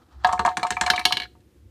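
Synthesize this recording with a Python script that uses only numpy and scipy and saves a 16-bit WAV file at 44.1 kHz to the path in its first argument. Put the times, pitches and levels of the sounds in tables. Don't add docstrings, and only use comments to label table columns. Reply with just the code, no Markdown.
import sys
import numpy as np
from scipy import signal
from scipy.fft import rfft, irfft
from scipy.io import wavfile
from scipy.ndimage import map_coordinates

SR = 44100
rng = np.random.default_rng(int(sys.argv[2]) if len(sys.argv) > 2 else 0)


def unload_wav(signal):
    wavfile.write(
        sys.argv[1],
        SR,
        np.round(np.clip(np.atleast_2d(signal).T, -1, 1) * 32767).astype(np.int16),
    )


def elevation(decibels):
    levels = np.asarray(decibels, float)
    return 10 ** (levels / 20)


N = 74970


def along(points, hz):
    f, value = np.transpose(points)
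    return np.interp(np.log(hz + 1), np.log(f + 1), value)


def curve(rows):
    s, level = np.transpose(rows)
    return np.interp(np.arange(N) / SR, s, level)


def noise(spectrum, size):
    hz = np.fft.rfftfreq(size, 1 / SR)
    inside = (hz >= spectrum[0][0]) & (hz <= spectrum[-1][0])
    white = rfft(rng.standard_normal(size))
    x = irfft(white * elevation(along(spectrum, hz)) * inside, size)
    return x / np.sqrt(np.mean(x ** 2))


def wobble(rate):
    knots = rng.standard_normal(int(N * rate / SR) + 4)
    return map_coordinates(knots, [np.arange(N) * rate / SR])


def swell(t, rise_s, t60):
    return (1 - np.exp(-t / rise_s)) * elevation(-60 * t / t60)


# f/Hz, level/dB (per Hz)
AIR_COLOUR = [(65, -43.5), (110, -10), (283, -14.5), (348, -5), (394, -22.5), (514, -17), (558, -26),
              (606, -29.5), (15000, -44.5)]
# t/s, level/dB
RUMBLE_LEVEL = [(0.0, -62), (0.094, -67), (0.174, -43.5), (0.388, -46.5), (0.42, -42), (0.468, -53),
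                (0.606, -50.5), (0.676, -63), (0.738, -42.5), (0.794, -51), (0.838, -40), (0.898, -52),
                (0.932, -42.5), (0.97, -54), (1.088, -47), (1.112, -54.5), (1.572, -59.5), (1.7, -43.5)]
# f/Hz, level/dB (per Hz)
RUMBLE_COLOUR = [(36, -27.5), (50, -26), (64, -3.5), (80, -12.5), (100, -13), (140, -33)]


def workshop():
    air = elevation(-60 + 1.5 * wobble(12)) * noise(AIR_COLOUR, N)
    rumble = elevation(curve(RUMBLE_LEVEL) + 0.8 * wobble(15)) * noise(RUMBLE_COLOUR, N)
    return air + rumble


# t/s, level/dB
RUB_LEVEL = [
    (0.0, -62),
    (0.042, -64.5),
    (0.068, -72),
    (0.128, -57),
    (0.178, -62),
    (0.236, -58),
    (0.24, -36.5),
]
# f/Hz, level/dB (per Hz)
RIM_COLOUR = [(400, -21.5), (750, 2.5), (1000, -1.5), (1275, 3.5), (1450, -4), (1660, -4), (2200, -16.5),
              (4000, -12), (9000, -29)]


def rub():
    level = curve(RUB_LEVEL + [(0.3, -91.5)])
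    return elevation(level + 2.5 * wobble(90)) * noise(RIM_COLOUR, N)


def ring(modes, t, rise_s, scatter_db):
    hz, db, t60 = np.transpose(modes)[:, :, None]
    gain = elevation(db + scatter_db * rng.standard_normal(hz.shape))
    steps = rng.standard_normal((len(hz), len(t)))
    line_width = 0.012 * hz
    drift = np.cumsum(steps, axis=1) * np.sqrt(2 * np.pi * line_width / SR) * (hz / 3000)
    phase = 2 * np.pi * (hz * t + rng.random(hz.shape)) + drift
    fade_s = np.minimum(t60, 160 / hz)
    tones = gain * swell(t, rise_s, fade_s) * np.sin(phase)
    return tones.sum(axis=0) * np.linalg.norm(elevation(db)) / np.linalg.norm(gain)


# f/Hz, t60/s
ROOM_FADE = [(200, .2), (1000, .12), (2300, .19), (4000, .27), (12000, .2)]


def tail():
    hz, t, z = signal.stft(rng.standard_normal(SR // 3), SR, nperseg=256)
    fade = elevation(-60 * t / along(ROOM_FADE, hz)[:, None])
    echo = signal.istft(z * fade, SR, nperseg=256)[1]
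    return np.pad(echo / np.linalg.norm(echo), (200, 0))


# f/Hz, level/dB, t60/s
PANEL_TONES = [(728, -1.5, .22), (790, -8, .05), (910, -2, .11), (975, -6, .06), (1060, -5, .08),
               (1155, -7, .08), (1272, -7, .08)]
LAYER_LEVELS = (-10, 0, -0.5, -2.5)


def contacts(rows, edge, struck, colour, rise_s=0.00053, scatter_db=2):
    out, t = np.zeros(N + SR), np.arange(SR // 4) / SR
    for s, *db in rows:
        panel, around, part, tick = elevation(np.array(db) + LAYER_LEVELS)
        hit = tick * noise(colour, len(t)) * swell(t, 0.00045, 0.04)
        hit = hit + panel * ring(PANEL_TONES, t, 0.00098, scatter_db)
        hit = hit + around * ring(edge, t, rise_s, scatter_db)
        hit = hit + part * ring(struck, t, rise_s, scatter_db)
        wet = elevation(-12) * signal.fftconvolve(hit, tail())
        wet[:len(t)] += hit
        start = round(s * SR)
        out[start:][:len(wet)] += wet[:len(out) - start]
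    return out[:N]


# t/s, panel level/dB, frame level/dB, peg
# level/dB, tick level/dB
PEG_CONTACTS = [(0.246, -3, -17, -17.5, -44), (0.27, -12.5, -37.5, -45, -32), (0.29, -8.5, -29, -41.5, -44.5),
                (0.377, -29, -35.5, -61, -73.5), (0.393, -7, -21, -26, -29), (0.45, -4, -19, -56, -31),
                (0.475, -3.5, -24.5, -42.5, -59), (0.489, -16, -37.5, -33.5, -40.5),
                (0.515, -29, -36.5, -52.5, -68), (0.57, -13, -20, -25, -21.5),
                (0.595, -25.5, -32, -40.5, -42.5), (0.648, -7.5, -41, -42.5, -60),
                (0.668, -26.5, -30.5, -38, -31), (0.705, -12.5, -21, -38, -17.5),
                (0.811, -6, -13.5, -21, -14), (0.835, -12, -26, -29, -44.5),
                (0.877, -12, -20.5, -32.5, -35.5),
                (.314, -15.5, -40.5, -44, -56), (.3255, -38, -35, -42, -28.5), (.3295, -7, -33, -52, -33),
                (.4605, -11, -26.5, -28.5, -25.5), (.616, -28.5, -41, -63, -56), (.722, -54, -28, -27, -88),
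                (.9605, -22.5, -34, -18, -25.5), (1.0409, -47, -50, -38, -57),
                (1.255, -55, -35, -44, -73.5), (1.351, -37, -57, -58, -76), (1.405, -53.5, -55, -52.5, -53)]
# f/Hz, level/dB, t60/s
FRAME_TONES = [(1447, -1.5, 0.025), (1657, 0.5, 0.044), (1731.7, -2, 0.035), (1813, -10, 0.21),
               (2090, -11, 0.089), (2303, -2, 0.018)]
# f/Hz, level/dB, t60/s
PEG_TONES = [(2660, -9.5, 0.14), (2876, -10, 0.039), (2830, -15.5, 0.14), (3126, -8.5, 0.042),
             (3513, -6.5, 0.034), (3836, -3.5, 0.034), (4170, -5, .05), (4487, -7.5, .04),
             (5354, -15, 0.024)]
# f/Hz, level/dB (per Hz)
TICK_COLOUR = [(1500, -22), (3000, 3.5), (5000, -3), (6300, 0), (7700, 1.5), (9300, -7.5), (11000, -20),
               (15000, -29.5)]


def upper_pegs():
    return contacts(PEG_CONTACTS, FRAME_TONES, PEG_TONES, TICK_COLOUR)


# t/s, knock level/dB, boom level/dB
BASE_JOLTS = [(0.249, -31.5, -47), (0.328, -34.5, -72), (0.393, -23.5, -28), (0.454, -28, -56),
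              (0.571, -25, -58), (0.629, -31.5, -88), (0.708, -26, -42.5), (0.771, -38.5, -50.5),
              (0.812, -23.5, -48), (0.904, -22, -57), (0.978, -31.5, -45.5), (1.053, -22, -50),
              (1.125, -26.5, -77), (1.167, -28.5, -69), (1.202, -32.5, -56), (1.234, -37, -47)]
# f/Hz, level/dB (per Hz)
KNOCK_COLOUR = [(110, 2.5), (150, -6), (195, -1.5), (260, -4.5), (330, 1.5), (520, -2.5), (620, -25.5)]


def base():
    out, t = np.zeros(N + SR), np.arange(SR // 3) / SR
    knock_rise_s = 0.0038
    for s, knock_db, boom_db in BASE_JOLTS:
        knock = elevation(knock_db - 9) * noise(KNOCK_COLOUR, len(t)) * swell(t, knock_rise_s, 0.2)
        leg = elevation(knock_db - 0.5) * np.sin(2 * np.pi * 198.8 * t) * swell(t, knock_rise_s, 0.054)
        boom = elevation(boom_db - 3) * np.sin(2 * np.pi * 75 * t) * swell(t, 0.015, 0.25)
        out[round(s * SR):][:len(t)] += knock + leg + boom
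    return out[:N]


# t/s, panel level/dB, rail level/dB, peg level/dB, tick level/dB
SIDE_KNOCKS = [
    (0.63, -7.5, -20.5, -20, -27),
    (0.768, -12.5, -16.5, -43.5, -58.5),
    (0.863, -9.5, -16.5, -16.5, -20.5),
    (0.935, -9, -17.5, -39.5, -43.5),
    (0.978, -15.5, -12.5, -26.5, -56),
    (1.012, -21, -23.5, -40, -51),
]
# f/Hz, level/dB, t60/s
RAIL_TONES = [(1730, -7, .05), (2000, -10, .04), (2310, 0, .045)]
# f/Hz, level/dB, t60/s
OUTER_PEG_TONES = [(2900, -9, .04), (3600, -9, .03), (4160, 0, .04)]


def side_rail():
    return contacts(SIDE_KNOCKS, RAIL_TONES, OUTER_PEG_TONES, TICK_COLOUR)


# t/s, panel level/dB, frame level/dB, peg level/dB, tick level/dB
LOWER_HITS = [
    (0.901, -9, -9, -6, -13.5),
    (0.993, -15.5, -24, -20.5, -26.5),
    (1.108, -11, -36.5, -41, -67),
    (1.149, -41.5, -39.5, -56.5, -65.5),
]
# f/Hz, level/dB (per Hz)
CLACK_COLOUR = [(1500, -24.5), (3000, -3), (5500, 11.5), (7500, -2.5), (9500, 3.5), (12000, -8),
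                (14500, -6.5), (15500, -31.5)]


def lower_pegs():
    return contacts(LOWER_HITS, FRAME_TONES, PEG_TONES, CLACK_COLOUR)


# t/s, panel level/dB, divider level/dB, slot level/dB, tick level/dB
SLOT_LANDING = (1.0525, -6.5, -10, -3, -9.5)
BOUNCE_LOSS = (5.7, 3.5, 5.1, 8.9)
# f/Hz, level/dB, t60/s
DIVIDER_TONES = [(1680, -2, .045), (1900, -9, .04), (2240, 0, .045)]
# f/Hz, level/dB, t60/s
SLOT_TONES = [(2840, -4, .055), (3050, -4, .07), (3400, -5, .035), (3880, -4, .03), (4140, 0, .035),
              (4500, -4, .03)]


def slot():
    first_flight_s, shrink = 0.0705, 0.655
    landing_s, *levels = SLOT_LANDING
    bounces = []
    for k in range(7):
        s = landing_s + first_flight_s * (1 - shrink ** k) / (1 - shrink)
        bounces.append((s, *(np.array(levels) - k * np.array(BOUNCE_LOSS))))
    return contacts(bounces, DIVIDER_TONES, SLOT_TONES, CLACK_COLOUR, rise_s=0.00067, scatter_db=2 / 3)


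# t/s, level/dB
GATE_LEVEL = [
    (0, -3),
    (.245, 2),
    (1.256, -4.5),
    (1.27, -10.5),
    (1.33, -9.5),
    (1.7, -23),
]


def gate(board):
    return board * elevation(curve(GATE_LEVEL))


def scene():
    board = upper_pegs() + base() + side_rail() + lower_pegs() + slot()
    return (gate(board) + rub() + workshop())[None]


def band_limit(x):
    return signal.sosfilt(signal.butter(12, 16500, fs=SR, output="sos"), x)


def record(dry):
    soft = dry / (1 + np.abs(dry / 0.85) ** 4) ** (1 / 4)
    hz = np.fft.rfftfreq(N, 1 / SR)
    edge = np.where(hz > 15000, elevation(-14), 1) * (hz < 16500)
    mix = irfft(rfft(soft) * edge, N)
    return band_limit(mix)


dry = scene()
out = record(dry)
unload_wav(out)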